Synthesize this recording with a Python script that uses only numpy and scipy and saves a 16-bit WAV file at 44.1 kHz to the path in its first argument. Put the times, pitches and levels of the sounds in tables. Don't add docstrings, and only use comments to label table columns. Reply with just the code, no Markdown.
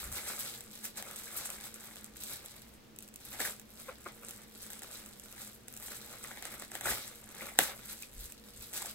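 import sys
import numpy as np
from scipy import signal
from scipy.fft import rfft, irfft
from scipy.io import wavfile
from scipy.ndimage import uniform_filter1d

SR = 44100
rng = np.random.default_rng(int(sys.argv[2]) if len(sys.argv) > 2 else 0)


def master_out(mix):
    frames = np.transpose(np.atleast_2d(mix))
    ceiling = np.clip(frames, -1, 1)
    pcm = np.round(ceiling * 32767).astype(np.int16)
    wavfile.write(sys.argv[1], SR, pcm)


N = 394560
BIN_HZ = np.arange(N // 2 + 1) * SR / N


def undb(db):
    return 10 ** (np.asarray(db) / 20)


def set_rms(x, db):
    return x * undb(db) / np.sqrt(np.mean(x ** 2))


def colour(x, points):
    hz, db = np.transpose(points)
    bins = np.arange(len(x) // 2 + 1) * SR / len(x) + 1
    return irfft(rfft(x) * undb(np.interp(np.log(bins), np.log(hz), db)), len(x))


def wander(rate_hz):
    hold = int(SR / rate_hz)
    steps = np.repeat(rng.standard_normal(N // hold + 1), hold)
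    return 1.5 * uniform_filter1d(uniform_filter1d(steps, hold), hold)[:N]


def add(out, start_s, sound):
    i = int(start_s * SR)
    out[i:i + len(sound)] += sound[:N - i]


# (frequency [Hz], width [Hz], level before panning [dB])
FRIDGE_LINES = [(59, 22, -69), (118.5, 16, -69.5), (215.5, 24, -64), (473, 6.4, -72.5)]
# (frequency [Hz], gain [dB])
AIR_EQ = [(25, -7.5), (120, -8.5), (300, -7.5), (480, -10.5), (800, -18), (3000, -22.5), (6000, -26.5),
          (9000, -32.5), (16000, -30)]


def fridge():
    hum = np.zeros(N)
    for hz, width_hz, db in FRIDGE_LINES:
        line = rfft(rng.standard_normal(N)) / (1 + (2 * (BIN_HZ - hz) / width_hz) ** 2)
        hum += set_rms(irfft(line, N), db)
    mid, side = (colour(rng.standard_normal(N), AIR_EQ) for _ in range(2))
    side = colour(side, [(40, -10), (300, -2), (2500, -1.5)])
    air = set_rms(np.array([mid + side, mid - side]), db=-59)
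    return hum * undb([[-1], [1]]) + air


# (time [s], length [s], level before fades [dB], pitch [Hz])
GRIP_SHIFTS = [(0, 0.19, -49, 60), (6.845, 0.12, -47.5, 62), (7.587, .06, -49, 140), (8.12, 0.19, -49, 32),
               (8.542, 0.11, -53.5, 40)]
# (frequency [x pitch], gain [dB])
THUD_EQ = [(.4, -20), (1, 0), (2.5, -13), (5, -28), (11, -60)]


def thuds():
    out = np.zeros(N)
    for start_s, length_s, db, hz in GRIP_SHIFTS:
        spectrum = [(ratio * hz, gain_db) for ratio, gain_db in THUD_EQ]
        rumble = set_rms(colour(rng.standard_normal(SR), spectrum), db)
        n = int(length_s * SR)
        add(out, start_s, rumble[:n] * np.hanning(n) ** .5)
    return out


def reflections(x, channels, t60_s=.14):
    power = np.abs(signal.stft(x, nperseg=256)[2]) ** 2
    for decay_s in (t60_s, t60_s / 4):
        feedback = 1e-6 ** (128 / SR / decay_s)
        power = signal.lfilter([0, 1 - feedback], [1, -feedback], power)
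    phases = np.exp(2j * np.pi * rng.random((channels,) + power.shape))
    return signal.istft(np.sqrt(power) * phases, nperseg=256)[1][:, :N]


# (frequency [Hz], gain [dB])
KITCHEN_EQ = [(200, -1), (1500, -0.5), (3000, 3), (5500, 3), (7500, -5), (16000, -7)]


def kitchen(x):
    return reflections(colour(x, KITCHEN_EQ), channels=2)


def counter_bounce(x, delay_ms=.8):
    reflected = colour(x, [(1500, -25), (3000, -4), (6000, -5), (8000, -22)])
    return np.roll(reflected, int(delay_ms * SR / 1000))


# (frequency [Hz], phase lead [rad])
PORT_LEAD = [(1500, 0), (2800, 2.4), (5600, 3.2), (7750, 0), (15450, -4 * np.pi)]
# (frequency [Hz], gain [dB])
PORT_BALANCE = [(500, 0), (1300, 3), (3500, 0), (6300, -2), (8000, .5)]


def ports(x):
    lead_rad = np.interp(BIN_HZ, *np.transpose(PORT_LEAD))
    balance_db = np.interp(BIN_HZ, *np.transpose(PORT_BALANCE))
    half = np.exp(.5j * lead_rad) * undb(balance_db / 2)
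    return np.array([irfft(rfft(x) * half, N), irfft(rfft(x) / half, N)])


# (frequency [Hz], relative level [dB], t60 [s])
HEAD_MODES = [(330, -7, 0.026), (541, -3.5, 0.017), (740, 1.5, 0.016), (1560, -1, 0.0093),
              (1935, 3.5, 0.008), (3110, 9, 0.0027)]
OPPOSED_MODE = 3


def ring_head(push, pitch=1.):
    t = np.arange(3000) / SR
    modes = np.zeros(len(t))
    for k, (hz, db, t60_s) in enumerate(HEAD_MODES):
        sign = -1 if k == OPPOSED_MODE else 1
        envelope = (1 - np.exp(-t * hz)) * 1000 ** (-t / t60_s)
        modes += sign * undb(db) * np.sin(2 * np.pi * hz * pitch * t) * envelope
    modes = signal.lfilter([1, -1], [1, -.985], modes)
    return signal.fftconvolve(push, modes / np.abs(modes).max())[:N]


# (time [s], length [s], slip rate [Hz], drive level [dB])
SLIDES = [(3.88, 0.021, 532, -35), (4.057, 0.016, 350, -31)]


def squeaks():
    slips = np.zeros(N)
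    for start_s, length_s, hz, db in SLIDES:
        t = np.cumsum(1 + .06 * rng.standard_normal(40)) / hz
        t = t[t < length_s]
        slips[((start_s + t) * SR).astype(int)] = undb(db) * np.sin(np.pi * t / length_s)
    return colour(ring_head(slips, pitch=.72), [(1500, 0), (3500, -12)])


def pop(hz, t60_s=.011):
    t = np.arange(800) / SR
    return 2 * np.sin(2 * np.pi * hz * t) * (1 - np.exp(-hz * t)) * 1000 ** (-t / t60_s)


# (time [s], pitch [Hz], level [dB])
RIB_POPS = [(3.405, 1900, -29), (3.41, 420, -25), (3.4505, 1800, -27), (3.459, 1600, -31), (5.91, 450, -38),
            (6.247, 2000, -36), (6.31, 1500, -37), (6.856, 1420, -27), (6.871, 1940, -26),
            (6.884, 1590, -27), (6.89, 1720, -27), (6.915, 1940, -29), (6.922, 690, -27), (6.873, 600, -30),
            (7.409, 2070, -35), (7.519, 700, -40), (8.032, 2500, -39), (8.82, 990, -37), (8.848, 775, -35)]


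def ribs():
    out = np.zeros(N)
    for start_s, hz, db in RIB_POPS:
        add(out, start_s, undb(db) * pop(hz))
    return out


# (time [s], relative level [dB], jolt offset [dB])
LONE_CRACKS = [(0.607, -34, -25), (0.7127, -42, -30), (0.7536, -39, -28), (0.842, -33, -32),
               (0.8535, -32, -30), (1.025, -32, -15), (1.112, -37, -19), (1.1604, -33, -29),
               (1.2358, -38, -25), (1.4559, -34, -16), (1.5024, -29, -36), (1.9578, -38.5, -22),
               (2.0438, -34.5, -32), (2.236, -29, -30), (2.46, -35, -28), (2.962, -44, -35),
               (2.9876, -33.5, -39), (3.0065, -44, -30), (3.0245, -40, -32), (3.078, -42, -34),
               (3.0873, -44, -30), (3.1406, -41, -35), (3.1593, -34.5, -39), (3.329, -37, -18),
               (3.4021, -29, -10), (3.597, -37.5, -23), (4.285, -34, -27), (4.292, -37, -30),
               (4.3088, -33, -28), (4.7024, -37, -18), (4.7326, -35, -22), (4.7925, -37, -35),
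               (4.82, -38, -14), (4.8331, -34, -20), (5.061, -38, -25), (5.1977, -36.5, -35),
               (5.3262, -39, -35), (5.6825, -34, -24), (5.7388, -37, -28), (5.766, -36, -28),
               (5.7743, -35, -29), (5.882, -39, -12), (6.128, -40, -17), (6.2405, -34, -30),
               (6.4245, -33, -14), (6.453, -36, -10), (6.541, -38, -16), (6.621, -36, -15),
               (6.7169, -36.5, -14), (6.7523, -29.5, -11.5), (6.81, -31, -13), (7.349, -39, -35),
               (7.5885, -9, -12), (8.0235, -33, -30), (8.322, -35, -35), (8.7358, -35, -18),
               (8.776, -32, -22), (8.82, -30, -28), (8.825, -30, -25), (8.8586, -31, -18)]
# (frequency [Hz], gain [dB])
CRACK_EQ = [(1300, -30), (2700, -1), (4800, -8), (6300, 0), (7900, 6), (12000, 2.5), (16000, -4)]
CRACK_MS, SPLINTER_MS, SPLINTER_DB = .35, 3.0, -21


def cracks():
    bursts, jolts = np.zeros(N), np.zeros(N)
    ms = 1000 * np.arange(800) / SR
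    snap = ms / CRACK_MS * np.exp(-1.5 * ms / CRACK_MS)
    splinter = undb(SPLINTER_DB) * np.exp(-ms / SPLINTER_MS)
    for start_s, db, jolt_db in LONE_CRACKS:
        spectrum = rfft(rng.standard_normal(len(ms)) * (snap + splinter))
        whitened = irfft(spectrum / np.sqrt(uniform_filter1d(np.abs(spectrum) ** 2, size=40)))
        add(bursts, start_s, undb(db) * whitened)
        jolts[int((start_s + .0006) * SR)] = undb(db + jolt_db)
    return colour(bursts, CRACK_EQ) * undb(15.5) + ring_head(jolts) * undb(13)


# (peak time [s], film level [dB], leaf offset [dB], rise [s per 10 dB])
HAND_SQUEEZES = [(0.0, -43, -5, .07), (0.165, -39, -8, .07), (0.285, -38.5, -8, .075), (0.41, -46, -9, .02),
                 (0.45, -42, -10, .1), (0.752, -50, -12, .07), (0.852, -40, -15, .025),
                 (0.98, -37.5, -5, .015), (1.074, -45, -5, .06), (1.18, -48, -14, .07),
                 (1.365, -42, -6, .12), (1.52, -50, -5, .05), (1.64, -48, -7, .06), (1.84, -50.5, -5.5, .2),
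                 (2.231, -47, -17, .06), (2.315, -41, -9, .04), (2.45, -50.5, -7, .14),
                 (3.031, -54, -29, .02), (3.215, -54, -9, .04), (3.265, -46.5, -10, .03),
                 (3.345, -46, -4, .035), (3.798, -52, -9, .09), (3.885, -51, 0, .025),
                 (4.017, -52.5, -5.5, .035), (4.078, -52, 1, .025), (4.3, -51, -7, .16),
                 (4.633, -48.5, -9, .08), (4.745, -49.5, -7, .04), (4.929, -49, -8, .17),
                 (5.258, -55, -14, .08), (5.409, -47, -8, .08), (5.884, -47, -8, .14), (6.1, -50, -5, .14),
                 (6.25, -49, -3, .03), (6.316, -48, -6, .07), (6.465, -49, -1.5, .05), (6.52, -48, -2, .05),
                 (6.62, -46, -3, .02), (6.759, -44.5, -5, .04), (6.835, -43, -3, .02), (7.0, -45, -9, .12),
                 (7.423, -47, -1.5, .1), (7.9, -45, -12, .06), (8.026, -46, -14, .025),
                 (8.231, -49, -22, .1), (8.483, -54, -14, .05), (8.622, -49, -16, .07),
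                 (8.778, -38, -10, .035), (8.856, -43.5, -7, .04)]
# (peak time [s], film level [dB], leaf offset [dB], fade [s per 10 dB])
HAND_TEARS = [(3.404, -30.5, -8, .03), (3.455, -37, -5, .05), (6.86, -32.5, -3, .07),
              (6.905, -36, -3, .035), (7.599, -34, -4.5, .09), (8.738, -43, -11, .05)]
SQUEEZE_FADE_RATIO, TEAR_RISE_S = 1.3, .012


def handling():
    t = np.arange(0, N, 64) / SR
    moves = [(s, db, leaf, rise, SQUEEZE_FADE_RATIO * rise) for s, db, leaf, rise in HAND_SQUEEZES]
    moves += [(s, db, leaf, TEAR_RISE_S, fade) for s, db, leaf, fade in HAND_TEARS]
    peak_s, film_db, leaf_db, rise_s, fade_s = np.array(moves).T[:, :, None]
    drop_db = 10 * np.where(t < peak_s, (peak_s - t) / rise_s, (t - peak_s) / fade_s)
    film_power = undb(film_db - drop_db) ** 2
    leaf_power = film_power * undb(leaf_db) ** 2
    return [np.sqrt(np.interp(np.arange(N) / SR, t, p.sum(axis=0))) for p in (film_power, leaf_power)]


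def grains(rate_hz, spread_db, bunch_db=2.5):
    draw = (2 * rng.random(N) - 1) * SR / rate_hz
    impulses = (np.abs(draw) < 1) * np.sign(draw)
    size_db = np.minimum(-spread_db * np.log(np.abs(draw) + 1e-9), 16)
    return impulses * undb(size_db + bunch_db * wander(rate_hz=110)) / np.sqrt(rate_hz)


# (frequency [Hz], gain [dB])
FILM_EQ = [(300, -26), (1000, -9.5), (2500, -3.5), (5000, -2.5), (8200, 2), (11500, 2), (14500, -1),
           (16000, -7.5)]
CREASE_BANDS_HZ = [1500, 4000, 8500, 14000]
POCKETS_HZ = [700, 1650, 2150]
STUTTER_DB, STUTTER_HZ = 1.5, 70


def crinkle():
    film_gain, leaf_gain = handling()
    density = np.clip((film_gain / undb(-50)) ** 1.3, .25, 9)
    creases = sum(colour(grains(620 * density, spread_db=3.3), [(hz / 2, -14), (hz, 0), (hz * 2, -14)])
                  for hz in CREASE_BANDS_HZ)
    film = set_rms(colour(creases, FILM_EQ), db=0)
    crunch = sum(ring_head(grains(250 * density, spread_db=3.44), pitch) for pitch in (.74, 1.1))
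    pops = sum(signal.fftconvolve(grains(90 * density, spread_db=3.4), pop(hz))[:N] for hz in POCKETS_HZ)
    leaf = set_rms(crunch, db=-2.5) + set_rms(pops, db=-9)
    stutter = undb(STUTTER_DB * wander(STUTTER_HZ))
    return film_gain * stutter * film + leaf_gain * leaf


def scene(counter_db=-8, lone_send_db=-6):
    rustle = crinkle()
    lone = cracks() + squeaks() + ribs()
    direct = rustle + lone
    send = rustle + undb(lone_send_db) * lone
    counter = undb(counter_db) * reflections(send, channels=1)[0]
    return ports(direct + counter) + counter_bounce(direct) + kitchen(send) + thuds() + fridge()


def record(dry):
    return signal.sosfilt(signal.ellip(14, .2, 80, 15800, fs=SR, output="sos"), dry)


dry = scene()
out = record(dry)
master_out(out)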